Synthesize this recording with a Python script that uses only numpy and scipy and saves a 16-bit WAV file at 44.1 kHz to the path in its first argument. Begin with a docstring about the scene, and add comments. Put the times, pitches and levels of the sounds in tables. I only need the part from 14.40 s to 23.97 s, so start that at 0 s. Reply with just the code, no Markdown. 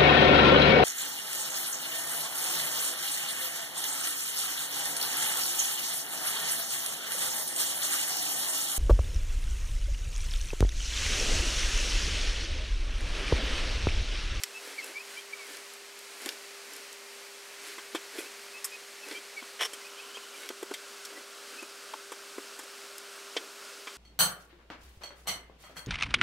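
"""Opened screen handled on a workbench

An opened flat screen is shifted and lifted: bumps ring its plastic shell, stiff rim and plug as resonances,
and one creak is stick-slip friction in a few jerks. A flat cable rustles from streams of tiny slips while
its plug ticks against the case. Under it lie three faint electrical tones and coloured room hiss,
and a bird far outside chirps in short gliding whistles."""
import sys
import numpy as np
from scipy import signal
from scipy.fft import rfft, irfft, next_fast_len
from scipy.io import wavfile
from scipy.ndimage import map_coordinates

SR = 44100
rng = np.random.default_rng(int(sys.argv[2]) if len(sys.argv) > 2 else 0)


def master(y):
    """Save y as 16-bit WAV."""
    cut = np.clip(np.atleast_2d(y).T, -1, 1)
    pcm = np.round(cut * 32767)  # scale
    wavfile.write(sys.argv[1], SR, pcm.astype(np.int16))


N = 422037
T = np.arange(N) / SR  # s

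# resonances of the hollow back: (f/Hz, width/Hz, relative level/dB)
SHELL_MODES = [(293.6, 63, -1.5), (353, 143, -1.5), (460, 190, -1.5), (760, 1300, -24.5)]
# resonances of the cable's plug: (f/Hz, width/Hz, relative level/dB)
PLUG_MODES = [(5170, 240, 5), (7400, 1160, 6.5), (10300, 5300, 3), (13460, 3200, -1)]


def amp(db):
    """Decibels to gain."""
    return 10 ** (np.asarray(db) / 20)


def unit(x):
    """Scaled to rms 1."""
    return x / np.sqrt(np.mean(x ** 2) + 1e-20)


def along(points, hz):
    """(f/Hz, value) points read on a log frequency axis."""
    f, value = np.transpose(points)
    return np.interp(np.log(hz + 1), np.log(f + 1), value)


def wobble(rate):
    """A smooth random curve, rate knots a second."""
    knots = rng.standard_normal(int(N * rate / SR) + 4)
    return map_coordinates(knots, [T * rate])


def filtered(x, response):
    """x times a response of frequency."""
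    size = x.shape[-1]
    padded = next_fast_len(size + 8192)
    spectrum = rfft(x, padded) * response(np.fft.rfftfreq(padded, 1 / SR))
    return irfft(spectrum, padded)[..., :size]


def coloured(x, spectrum):
    """x shaped by (f/Hz, level/dB) points, at rms 1."""
    return unit(filtered(x, lambda hz: amp(along(spectrum, hz))))


def ring(x, modes):
    """x through a body's resonances; broadband force keeps its power."""
    def response(f):
        h = 0
        for k, (centre, width, db) in enumerate(modes):
            mode = 1j * f * width / (centre * centre - f * f + 1j * f * width)
            h = h + (-1) ** k * amp(db) * mode  # neighbouring modes alternate in sign
        # a small body radiates little below its first mode
        s = 1j * f / (0.62 * modes[0][0])
        h = h * s * s / (s * s + s + 1)
        return h / np.sqrt(np.mean(np.abs(h) ** 2))
    return filtered(x, response)


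def softened(x, soft_hz=9300):
    """Plastic gives on contact, which dulls what lies above soft_hz."""
    return signal.sosfilt(signal.butter(2, soft_hz, fs=SR, output="sos"), x)


def add(track, s, x):
    """Mix x into the track at time s."""
    start = int(np.clip(round(s * SR), 0, N - 1))
    track[start:start + len(x)] += x[:N - start]


def slips(rate, spread_db):
    """Friction force of rms 1: tiny slips of uneven size, about rate a second."""
    moments = rng.random(N) < rate / SR
    sizes = rng.standard_normal(N) * amp(spread_db * rng.standard_normal(N))
    return unit(moments * sizes)


def hum(hz=400.0, db=-57.5, drift_hz=0.82):
    """An electrical tone, slightly unsteady in pitch and level."""
    phase = 2 * np.pi * np.cumsum(hz + drift_hz * wobble(4)) / SR
    return amp(db + 1.0 * wobble(5.5)) * unit(np.sin(phase))


def hiss(db=-47.0, drift_db=0.54, whine_db=-17, gap_db=-7, turn_s=5.21, gap_s=5.72, gap_width_s=0.34):
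    """Room noise, coloured by the surface next to the hand-held microphone."""
    # hiss over the open circuit boards: (f/Hz, level/dB)
    boards_colour = [(20, -21), (150, -25), (250, -11.5), (310, -8), (480, -2), (820, -3), (1400, -0.5),
                     (2250, 1), (3600, -3.5), (4400, -1.5), (8000, -6.5), (12000, -12), (15500, -21)]
    # hiss over the glass front: (f/Hz, level/dB)
    glass_colour = [(20, -22), (150, -23.5), (260, -6), (570, 1), (850, -3.5), (1400, 5.5), (1850, -1),
                    (2900, 0), (3600, -2), (4600, -0.5), (8000, -5), (12000, -11.5), (15500, -19)]
    # narrow bands that sing in the hiss: (f/Hz, width/Hz, relative level/dB)
    whine_modes = [(2627, 37, 0), (8350, 60, 0)]
    # the hollow between bench and case: (f/Hz, width/Hz, relative level/dB)
    gap_modes = [(1030, 53, 4), (2980, 160, 5.5)]
    # the microphone moves over to the glass in one second, halfway at turn_s
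    turn = np.pi / 2 * np.clip(T - turn_s + .5, 0, 1)
    boards = coloured(rng.standard_normal(N), boards_colour)
    glass = coloured(rng.standard_normal(N), glass_colour)
    air = np.cos(turn) * boards + np.sin(turn) * glass
    air = air + amp(whine_db) * ring(rng.standard_normal(N), whine_modes)
    # it passes the hollow under the case around gap_s
    passing = np.exp(-((T - gap_s) / gap_width_s) ** 2)
    air = air + amp(gap_db) * passing * ring(rng.standard_normal(N), gap_modes)
    return air * amp(db + drift_db * wobble(6.9))


def snaps(chatter=0.13, t60=0.021, latch_db=-2):
    """Plug and wires snap on the case: a hard one-sample contact, then a little decaying chatter."""
    # (t/s, tick peak level/dB, latch level against the tick/dB before the latch_db trim)
    snap_events = [(0.0356, -14.5, -2.5), (0.039, -31.5, 12.5), (0.444, -26, -24), (1.17, -30, -22),
                   (1.337, -31, -20), (1.59, -32, -22), (1.86, -22.5, -2.5), (1.89, -26, 8),
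                   (2.335, -29, -20), (2.365, -29, -17), (2.529, -31.5, -12), (6.09, -29.5, 5.5),
                   (8.582, -27, -28)]
    # resonances of the plug's latch: (f/Hz, width/Hz, relative level/dB)
    latch_modes = [(2200, 1700, -2), (3470, 450, 6), (5040, 1000, 1.5), (5240, 130, 5.5)]
    t = np.arange(SR // 20) / SR
    out = np.zeros(N)
    for s, db, body_db in snap_events:
        force = chatter * rng.standard_normal(len(t)) * amp(-60 * t / t60)
        force[0] = 1
        tick, latch = ring(force, PLUG_MODES), ring(force, latch_modes)
        tick = tick / np.abs(tick).max()
        latch = latch / np.abs(latch).max()
        add(out, s, amp(db) * (tick + amp(latch_db + body_db) * latch))
    return out


def bird(quaver_hz=20, octave_db=-15, flutter_db=2.5):
    """Short, squeaky whistles that glide and quaver, with a weak octave above."""
    # notes, some in two voices at once: (middle t/s, length/s, middle f/Hz, glide over the note/Hz, level/dB)
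    chirp_notes = [(0.167, 0.058, 2625, 50, -42), (0.396, 0.037, 2190, -350, -36.5),
                   (.437, 0.031, 2650, 40, -44), (0.58, 0.074, 2386, 418, -39.5),
                   (0.786, 0.047, 2370, 170, -42.5), (0.789, 0.035, 3150, 280, -45.5),
                   (0.935, 0.018, 2300, -150, -39), (0.974, 0.09, 1205, -310, -51),
                   (1.024, .09, 2226, -200, -48.5), (3.799, 0.034, 2460, 130, -40),
                   (3.867, .03, 2630, 100, -47), (4.165, .065, 2610, 200, -45),
                   (4.338, 0.052, 2508, -35, -41.5), (4.642, 0.037, 2605, -100, -45),
                   (4.765, 0.043, 2350, 100, -42.5), (4.77, .04, 3150, 140, -46.5),
                   (4.987, 0.044, 2235, -150, -40), (5.42, .035, 2050, -30, -50.5),
                   (5.459, .028, 2510, 100, -43), (5.596, .04, 2530, 380, -45),
                   (5.59, .035, 3250, 400, -52), (5.754, .035, 3150, 380, -45),
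                   (5.771, .025, 2550, 280, -43), (5.953, .03, 2380, 100, -46.5),
                   (6.04, .055, 3820, 30, -50), (6.048, .04, 2230, 50, -50), (6.768, .035, 1960, 110, -49),
                   (7.195, 0.044, 2570, 200, -45), (7.235, .024, 2486, -70, -42)]
    out = np.zeros(N)
    quaver = quaver_hz * wobble(170)
    for s, length, pitch_hz, glide_hz, db in chirp_notes:
        u = np.linspace(0, 1, int(length * SR), endpoint=False)  # progress through the note
        hz = pitch_hz + glide_hz * (u - .5) + quaver[int(s * SR):][:len(u)]
        phase = 2 * np.pi * np.cumsum(hz) / SR
        voice = np.sin(phase) + amp(octave_db) * np.sin(2 * phase)
        swell = np.sqrt(np.sin(np.pi * u))
        add(out, s - length / 2, amp(db) * swell * voice)
    return out * amp(flutter_db * wobble(220))


def rubs(rustle_db=-1.5, crackle_db=-11, shell_db=-1, half_s=0.12):
    """Soft strokes of many slips: the cable rustles and crackles, the shell murmurs under the fingers."""
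    # cable slides and shifts of grip: (middle t/s, cable level/dB, shell level/dB), both before the trims
    rub_events = [(0.278, -46.5, -51.5), (0.474, -46.5, -50.5), (.74, -47.5, -63), (1.128, -47, -55.5),
                  (1.863, -43.5, -51), (2.35, -49.5, -57.5), (3.282, -44.5, -55.5), (3.8, -44, -48),
                  (4.71, -45, -49), (6.02, -46.5, -53.5), (6.77, -52, -50.5), (7.146, -51, -54.5),
                  (9.02, -59, -50.5)]
    # colour of the cable's rustle: (f/Hz, level/dB)
    cable_colour = [(500, -18), (1500, 6), (3000, 3), (6000, -3.5), (10500, -3.5), (15500, -18)]
    cable, grip = np.zeros(N), np.zeros(N)
    stroke = np.hanning(int(2 * half_s * SR))
    for s, cable_db, grip_db in rub_events:
        add(cable, s - half_s, amp(cable_db) * stroke)
        add(grip, s - half_s, amp(grip_db) * stroke)
    fine = slips(rate=9000, spread_db=1.5)
    coarse = slips(rate=810, spread_db=1.5)
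    rustle = amp(rustle_db) * coloured(fine, cable_colour)
    crackle = amp(crackle_db) * ring(slips(rate=130, spread_db=2), PLUG_MODES)
    murmur = amp(shell_db) * ring(grip * coarse, SHELL_MODES)
    return cable * (rustle + crackle) + murmur


def knocks(hold_s=0.0055, bite=0.76, bite_s=0.00052, thump_q=3.5, focus=1.05, crack_db=-8, rattle_db=-6):
    """Each bump bites, chatters for a moment and rings the shell, its rim and the plug."""
    # bumps: (t/s, thump level/dB, thump f/Hz, clack level/dB, clack centre f/Hz, tick level/dB),
    # levels before the blow is scaled by the strength of its contact
    knock_events = [(1.862, -40, 320, -44, 2000, -55), (3.381, -48, 360, -40.5, 1510, -55),
                    (3.548, -30, 344, -32, 1100, -43), (3.556, -42, 460, -35.5, 2820, -48),
                    (3.786, -36, 344, -42.5, 2280, -47), (4.244, -70, 400, -41.5, 1500, -30),
                    (4.711, -48, 318, -41, 2390, -62), (5.024, -45.5, 260, -45.5, 1050, -64),
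                    (5.333, -51, 400, -43.5, 2780, -42), (5.77, -45.5, 557, -42.5, 910, -58),
                    (6.103, -36.5, 395, -41, 900, -58), (6.228, -33, 410, -43, 1010, -47),
                    (6.312, -34, 376, -39.5, 1000, -51), (6.338, -55, 400, -36.5, 2880, -42),
                    (6.65, -61, 400, -45, 5500, -43.5), (7.225, -41.5, 336, -45, 900, -50),
                    (7.536, -43.5, 720, -34, 920, -61), (7.719, -42.5, 470, -39, 1400, -46),
                    (7.982, -34.5, 350, -41.5, 1000, -54), (8.1914, -50, 350, -44, 1200, -43.5),
                    (8.235, -51, 380, -51, 1100, -51), (8.9657, -32, 493, -29, 2870, -68),
                    (9.471, -50, 420, -38, 1790, -62)]
    # resonances of the shell's stiff edges: (f/Hz, width/Hz, relative level/dB)
    rim_modes = [(1040, 450, 6), (1590, 170, 7), (1900, 520, 2.5), (2680, 290, 2.5), (3160, 150, 9),
                 (3600, 380, 7.5), (5070, 2700, -2)]
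    # blunt bumps stop dead, sharp ones chatter on: (clack centre f/Hz, t60/s)
    chatter_decay = [(1000, 0.011), (1900, 0.1), (3000, 0.048)]
    t = np.arange(SR // 5) / SR
    out = np.zeros(N)
    push = np.exp(-t / bite_s)  # the weight behind the blow
    for s, thump_db, thump_hz, clack_db, centre_hz, tick_db in knock_events:
        fade = amp(-60 * np.maximum(t - hold_s, 0) / along(chatter_decay, centre_hz))
        contact = (1 + bite * push) * fade
        force = contact * rng.standard_normal(len(t))
        # the place and hardness of the contact pick which rim modes speak
        struck = ring(force, rim_modes) + amp(crack_db) * force
        clack = softened(ring(struck, [(centre_hz, centre_hz / focus, 0)]))
        # the struck panel swings for a few cycles and the whole shell rattles with the chatter
        swing = unit(ring(push, [(thump_hz, thump_hz / thump_q, 0)]))
        thump = swing + amp(rattle_db) * unit(ring(force, SHELL_MODES))
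        tick = ring(force, PLUG_MODES)
        blow = amp(thump_db) * unit(thump) + amp(clack_db) * unit(clack) + amp(tick_db) * unit(tick)
        add(out, s, blow * np.sqrt(np.mean(contact ** 2)))
    return out


def creak(judder_db=2, scrape_db=-13, rise_s=0.0012, sag_db_per_s=224, release_db_per_s=1700):
    """Stick-slip as the screen is lifted: plastic edges jerk, rasping first, then with more squeal."""
    # one edge drags over another: (t/s, length/s, rasp level/dB, squeal level/dB)
    jerk_events = [(5.1917, 0.016, -32.5, -50), (5.2074, 0.018, -27, -35.5), (5.2283, 0.0075, -30, -36.5),
                   (5.237, 0.014, -35.5, -39), (5.25, 0.012, -32, -36.5)]
    # the dragged edge's rasp: (f/Hz, width/Hz, relative level/dB)
    rasp_modes = [(450, 115, -1), (1170, 240, 1), (1910, 230, 4), (2530, 140, -0.5), (2960, 230, 5),
                  (3380, 440, 3)]
    # its thin lip: (f/Hz, width/Hz, relative level/dB)
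    squeal_modes = [(5400, 430, 2), (9600, 2400, -6.5), (12300, 1800, -9)]
    rasp, squeal = np.zeros(N), np.zeros(N)
    t = np.arange(SR // 10) / SR
    for s, length, rasp_db, squeal_db in jerk_events:
        # the load sags throughout and lets go faster once the jerk's length is over
        fall_db = sag_db_per_s * t + release_db_per_s * np.maximum(t - length, 0)
        load = (1 - np.exp(-t / rise_s)) * amp(-fall_db)
        add(rasp, s, amp(rasp_db) * load)
        add(squeal, s, amp(squeal_db) * load)
    force = amp(judder_db * wobble(300)) * slips(rate=4000, spread_db=2.5)
    scrape = amp(scrape_db) * rasp * force  # the bare friction, without resonance
    return softened(ring(rasp * force, rasp_modes) + scrape) + ring(squeal * force, squeal_modes)


def low_cut(x, corner_hz=240, leak_db=-15):
    """The small microphone passes little bass: a steep fall below the corner, down to a leak."""
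    return filtered(x, lambda hz: np.maximum(np.minimum(hz / corner_hz, 1) ** 10, amp(leak_db)))


def room(x):
    """The small workshop's short reverberation: noise that decays at its own pace in each band."""
    # reverberation time: (f/Hz, t60/s)
    room_decay = [(200, 0.087), (2000, 0.092), (12000, 0.029)]
    hz, t, z = signal.stft(rng.standard_normal(SR // 2), SR, nperseg=256)
    fade = amp(-60 * t / along(room_decay, hz)[:, None])
    tail = signal.istft(z * fade, SR, nperseg=256)[1]
    return signal.fftconvolve(x, tail / np.linalg.norm(tail))[:N]


def scene(near_wet_db=-14, far_wet_db=-8):
    """Close handling and a distant bird over the room's floor, the same in both channels."""
    near = low_cut(snaps() + rubs() + knocks() + creak())
    far = bird()
    reverb = room(amp(near_wet_db) * near + amp(far_wet_db) * far)
    tones = hum() + hum(hz=578, db=-69.5) + hum(hz=234.0, db=-77)
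    mono = near + far + reverb + tones + hiss()
    return np.array([mono, mono])


def record(dry, top_hz=15800):
    """Nothing from the band limit top_hz upwards is kept."""
    return filtered(dry, lambda hz: hz < top_hz)


dry = scene()
out = record(dry)
master(out)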